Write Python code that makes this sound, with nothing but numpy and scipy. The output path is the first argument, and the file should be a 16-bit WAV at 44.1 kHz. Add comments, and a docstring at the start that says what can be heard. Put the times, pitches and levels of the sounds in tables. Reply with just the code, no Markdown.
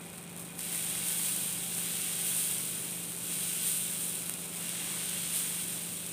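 """A kitchen fan runs throughout, and thick batter poured on a hot griddle simmers and spits. From about
0.6 s a ladle spreads it in four circles. Each presses wet batter onto hot metal, where thousands of tiny
steam bubbles burst: a fine fizz at the edge, a lower sputter underneath. A faint whine fades after 2 s,
and the griddle rings less as batter covers it. Sharp spits crack to the end, the loudest near 4.3 s.
A close mono phone microphone, whose port rings near 9 kHz, hears it all in a small kitchen."""
import sys
import numpy as np
from scipy import signal
from scipy.fft import rfft, irfft
from scipy.io import wavfile
from scipy.ndimage import map_coordinates

SR = 44100
rng = np.random.default_rng(int(sys.argv[2]) if len(sys.argv) > 2 else 0)


def generate_wav(signal):
    """Clip the signal to [-1, 1] and save it as 16-bit WAV at the path in sys.argv[1]."""
    frames = np.transpose(np.atleast_2d(signal))
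    scaled = np.clip(frames, -1, 1) * 32767
    pcm = np.round(scaled).astype(np.int16)
    wavfile.write(sys.argv[1], SR, pcm)


N = 270024
TIME = np.arange(N) / SR


def undb(db):
    """Decibels to gain."""
    return 10 ** (np.asarray(db) / 20)


def unit(x):
    """Scale to rms 1."""
    return x / np.sqrt(np.mean(x ** 2))


def power_sum(levels_db):
    """Level in dB of unrelated sounds heard together."""
    return 10 * np.log10(sum(undb(db) ** 2 for db in levels_db))


def drift(rate):
    """Smooth random movement of rms 1 that changes about rate times a second."""
    knots = rng.standard_normal(4096)
    return unit(map_coordinates(knots, [TIME * rate], order=3, mode="wrap"))


def colour(x, curve, size=4096):
    """Minimum-phase EQ through (Hz, dB) points, so that clicks keep their sharp front."""
    hz, db = np.transpose(curve)
    grid_hz = np.maximum(np.fft.rfftfreq(size, 1 / SR), 1)
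    gain = undb(np.interp(np.log(grid_hz), np.log(hz), db))
    cepstrum = irfft(np.log(gain))
    cepstrum[1:size // 2] *= 2
    cepstrum[size // 2 + 1:] = 0
    impulse = irfft(np.exp(rfft(cepstrum)))
    return signal.fftconvolve(x, impulse)[:N]


def ringing(x, modes):
    """The ring that a sound drives in resonances given as (Hz, width in Hz, gain in dB)."""
    return sum(undb(db) * signal.lfilter(*signal.iirpeak(hz, hz / width, fs=SR), x)
               for hz, width, db in modes)


def kitchen(x, t60=0.23, room_db=-10):
    """A sound from one spot plus the short diffuse tail that close walls give it."""
    age = np.arange(SR // 4) / SR
    tail = rng.standard_normal(len(age)) * np.exp(-np.log(1000) * age / t60) * (age > .003)
    return x + undb(room_db) * signal.oaconvolve(x, tail / np.linalg.norm(tail))[:N]


def whine(hz=772, held_db=-65.5, fade_from_s=2.17, fade_db_per_s=50):
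    """A thin, unsteady tone in the background holds, then fades away."""
    level_db = held_db - fade_db_per_s * np.maximum(TIME - fade_from_s, 0)
    phase = 2 * np.pi * np.cumsum(hz * (1 + 0.0126 * drift(30.1))) / SR
    return np.sqrt(2) * undb(level_db + drift(13)) * np.sin(phase)


def fan(shaft_hz=24.61, blades=7, air_db=-51):
    """Blade tone and shaft harmonics hum over the rush of air through the housing."""
    # The hum. Each row: multiple of the shaft rate, rms level in dB.
    hum_tones = [(4, -77), (5, -63.5), (6, -66), (7, -50.5), (8.08, -61.5), (9, -63.5), (10, -80.5),
                 (12, -65), (15, -69.5), (16, -62.5), (19, -64.5), (21, -74), (23, -65), (26, -72),
                 (30, -86), (32, -79)]
    # Tone of the rushing air. Each row: frequency in Hz, relative level in dB.
    air_eq = [(20, -30), (42, -38), (65, -3), (125, 3.5), (200, 1.5), (310, 3.5), (450, -3), (800, -5),
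              (1300, -8.5), (2000, -17.5), (3700, -11.5), (4700, -24), (15000, -25.5)]
    # Resonances of the housing. Each row: frequency in Hz, width in Hz, gain in dB.
    housing_modes = [(775, 27, -18), (1370, 150, -7), (2456, 100, 13)]
    turns = np.cumsum(shaft_hz * (1 + 0.00076 * drift(1.603))) / SR
    hum = 0
    for multiple, db in hum_tones:
        # turbulence shakes the weak low harmonics most
        steady = multiple == blades or multiple > 14
        waver_db = (0.4 if steady else 2.0) * drift(5)
        phase = 2 * np.pi * (multiple * turns + rng.random())
        hum += np.sqrt(2) * undb(db + waver_db) * np.sin(phase)
    air = colour(rng.standard_normal(N), air_eq)
    air += ringing(air, housing_modes)
    return hum + unit(air) * undb(air_db + 0.48 * drift(5.16))


def stroke_db(start, length, response):
    """Boiling sets in as the ladle presses, changes steadily while it pushes, and dries as it eases."""
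    attack, growth, drying = response
    onset = 1 - np.exp(-np.maximum(TIME - start, 1e-9) / attack)
    since_eased = TIME - start - length
    pressed_db = 10 * np.log10(onset) + growth * np.minimum(since_eased, 0)
    return pressed_db - drying * np.maximum(since_eased, 0)


def flare_db(peak_s, rise_s=0.036, fall_s=0.075):
    """A tongue of batter runs onto bare metal: a quick swell of steam that dies away."""
    age = TIME - peak_s
    swell = np.exp(-(np.minimum(age, 0) / rise_s) ** 2 - np.maximum(age, 0) / fall_s)
    return 10 * np.log10(swell + 1e-12)


def boiling():
    """Envelopes in dB for fizz, sputter and blisters: the simmer plus every stroke and flare."""
    # Circles of the ladle. Each row: start and length in seconds, then fizz, sputter and blisters in dB.
    strokes = [(0.576, 0.72, -34, -43, -55), (1.705, 0.69, -34.5, -43.5, -55.5),
               (3.205, 0.43, -35, -43, -61), (4.513, 0.92, -36, -43, -55)]
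    # How each kind of bubble answers a stroke. Each holds: attack in seconds,
    # growth while pressed in dB per second, drying afterwards in dB per second.
    fizz_response = (0.09, 5.9, 7.8)
    sputter_response = (0.16, 0.49, 10.4)
    blister_response = (0.31, -10.5, 15)
    # Flares of the fizz. Each row: time of the peak in seconds, level in dB.
    flares = [(0.399, -45), (0.609, -41), (0.755, -37), (1.089, -34.5), (1.26, -35), (1.77, -39),
              (2.29, -34), (2.4, -32.5), (3.361, -40), (3.681, -31.5), (4.041, -36.5), (5.371, -34)]
    fizz, sputter, blisters = [-50], [-57.5], [-58.5]  # the heap of batter simmers by itself
    for start, length, fizz_db, sputter_db, blister_db in strokes:
        fizz.append(fizz_db + stroke_db(start, length, fizz_response))
        sputter.append(sputter_db + stroke_db(start, length, sputter_response))
        blisters.append(blister_db + stroke_db(start, length, blister_response))
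    flaring_db = power_sum(db + flare_db(peak_s) for peak_s, db in flares)
    fizz.append(flaring_db)
    sputter.append(flaring_db - 17.5)  # a flare stirs the sputter too
    return power_sum(fizz), power_sum(sputter), power_sum(blisters)


def bubbles(per_second, eq, spread_db, spots=6):
    """Bubbles burst as clicks, most small, a few large, at spots with their own echoes; rms 1."""
    chance = np.clip(per_second / SR, 1e-4, 1)
    # a bubble can only grow so far before it bursts
    size = undb(spread_db * np.minimum(rng.standard_normal(N), 2.1))
    clicks = (rng.random(N) < chance) * size * rng.choice([-1, 1], N) / np.sqrt(chance)
    spot = rng.integers(spots, size=N)
    crackle = sum(kitchen(clicks * (spot == k)) for k in range(spots))
    return unit(colour(crackle, eq))


def griddle_ring(trapped, bare_db=3, covered_db=-1):
    """Trapped bubbles shake the griddle; spreading batter damps it, so the ring grows fainter."""
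    # Modes of the metal. Each row: frequency in Hz, width in Hz, relative gain in dB.
    metal_modes = [(1510, 14, 4.5), (1656, 18, -6), (2206, 14, 4), (2296, 25, -5), (2470, 9, -3),
                   (2784, 23, -0.5), (3147, 28, -4.5), (3305, 56, 0), (3880, 10, -2), (4780, 50, -7)]
    ring_db = np.interp(TIME, [0, TIME[-1]], [bare_db, covered_db])
    return undb(ring_db) * ringing(trapped, metal_modes)


def sizzle(fizz_db, sputter_db, blister_db):
    """Bubbles of four sizes; harder boiling means more bursts, so lone crackles merge into a hiss."""
    # Tone of the bright fizz, the finest snaps, the midrange sputter and the dull blisters.
    # Each row: frequency in Hz, relative level in dB.
    fizz_eq = [(300, -18.5), (1000, -19), (2500, -18.5), (3600, -7.5), (5300, -10), (7000, -5.5),
               (9000, -0.5), (12000, -1), (15500, 0.5)]
    fine_eq = [(3000, -12), (7000, -8.5), (10000, 0.5), (13000, 4), (15500, -11.5)]
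    sputter_eq = [(500, -35.5), (1500, -11), (2100, -10), (2700, -2), (3300, -3), (3900, -2.5), (4600, -9),
                  (6000, -8.5), (8000, -7), (15000, -21.5)]
    blister_eq = [(300, -19.5), (800, 1), (1500, 1), (2100, 7), (3000, -7.5), (6000, -42)]
    per_second = 7000 * undb(1.2 * (fizz_db + 36))
    # steam escapes freely along the edge
    fizz = bubbles(per_second, fizz_eq, spread_db=5.0) * undb(fizz_db - 3.5)
    # the finest bubbles snap singly and need a lively boil
    fine_db = fizz_db - 11 + 0.4 * np.minimum(fizz_db + 28, 0)
    fine = bubbles(0.059 * per_second, fine_eq, spread_db=7.5) * undb(fine_db)
    # bubbles trapped under the batter are muffled
    sputter = bubbles(1.2 * per_second, sputter_eq, spread_db=4.5) * undb(sputter_db - 0.18)
    blisters = bubbles(2000, blister_eq, spread_db=8.5) * undb(blister_db - 2.5)
    trapped = sputter + blisters
    return fizz + fine + trapped + griddle_ring(trapped)


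def small_spits(fizz_db, per_second=5, scatter_db=1, knock_db=-18):
    """Cues for small spits at random moments, stronger when the fizz is."""
    starts = np.flatnonzero(rng.random(N) < per_second / SR)
    level_db = fizz_db + 15 - scatter_db * rng.standard_normal(N)
    return [(TIME[i], level_db[i], knock_db) for i in starts]


def spits(fizz_db, spray_s=0.0016):
    """Droplets of oil and water flash to steam: a sharp crack, a puff of spray, a knock on the metal."""
    # The loudest spits. Each row: start in seconds, relative level in dB, the knock's trim in dB.
    loud_spits = [(.101, -29, -13), (.131, -28, -12), (.1812, -25, -6), (.365, -27, -14), (.383, -33, -13),
                  (.592, -18.5, -17), (.607, -20, -16), (1.085, -16, -11), (1.122, -15, -17),
                  (1.285, -17, -31.5), (2.88, -22, -16), (3.121, -19.5, -6), (3.774, -20, -20),
                  (3.936, -20, -18), (4.2959, -12.5, -7), (4.339, -18, -14), (4.693, -16, -18),
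                  (5.096, -20.5, -18), (5.361, -18, -16), (6.064, -20, -19)]
    # Tone of the crack and of the knock. Each row: frequency in Hz, gain in dB.
    crack_eq = [(200, -29), (1000, -19), (3300, -1), (5200, -2), (7500, -4), (10000, 3.5), (15500, -3)]
    knock_eq = [(100, -24), (300, -16), (1200, -4), (3200, -5), (5500, -11), (12000, -40)]
    cracks, knocks = np.zeros((2, N))
    age = np.arange(400) / SR
    for start_s, db, knock_db in loud_spits + small_spits(fizz_db):
        crack = 0.1 * rng.standard_normal(len(age)) * np.exp(-age / spray_s)
        crack[0] = -1  # the sharp front ahead of the spray
        start = int(start_s * SR)
        cracks[start:start + len(age)] += undb(db + 3.5) * crack[:N - start]
        knocks[start] -= undb(db + knock_db + 15)
    return kitchen(colour(cracks, crack_eq) + colour(knocks, knock_eq))


def scene():
    """Sizzle and spits over the fan and the whine, the same in both channels."""
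    fizz_db, sputter_db, blister_db = boiling()
    mono = sizzle(fizz_db, sputter_db, blister_db) + fan() + whine() + spits(fizz_db)
    return np.array([mono, mono])


def record(dry, top_hz=15540):
    """The microphone port lifts the treble, and the very top is cut steeply."""
    # Resonance of the port. Its row: frequency in Hz, width in Hz, gain in dB.
    port_modes = [(8866, 1150, 8.5)]
    bright = dry + ringing(dry, port_modes)
    low_pass = signal.firwin(801, top_hz, window=("kaiser", 7), fs=SR)
    return signal.fftconvolve(bright, low_pass[None], mode="same", axes=1)


dry = scene()
out = record(dry)
generate_wav(out)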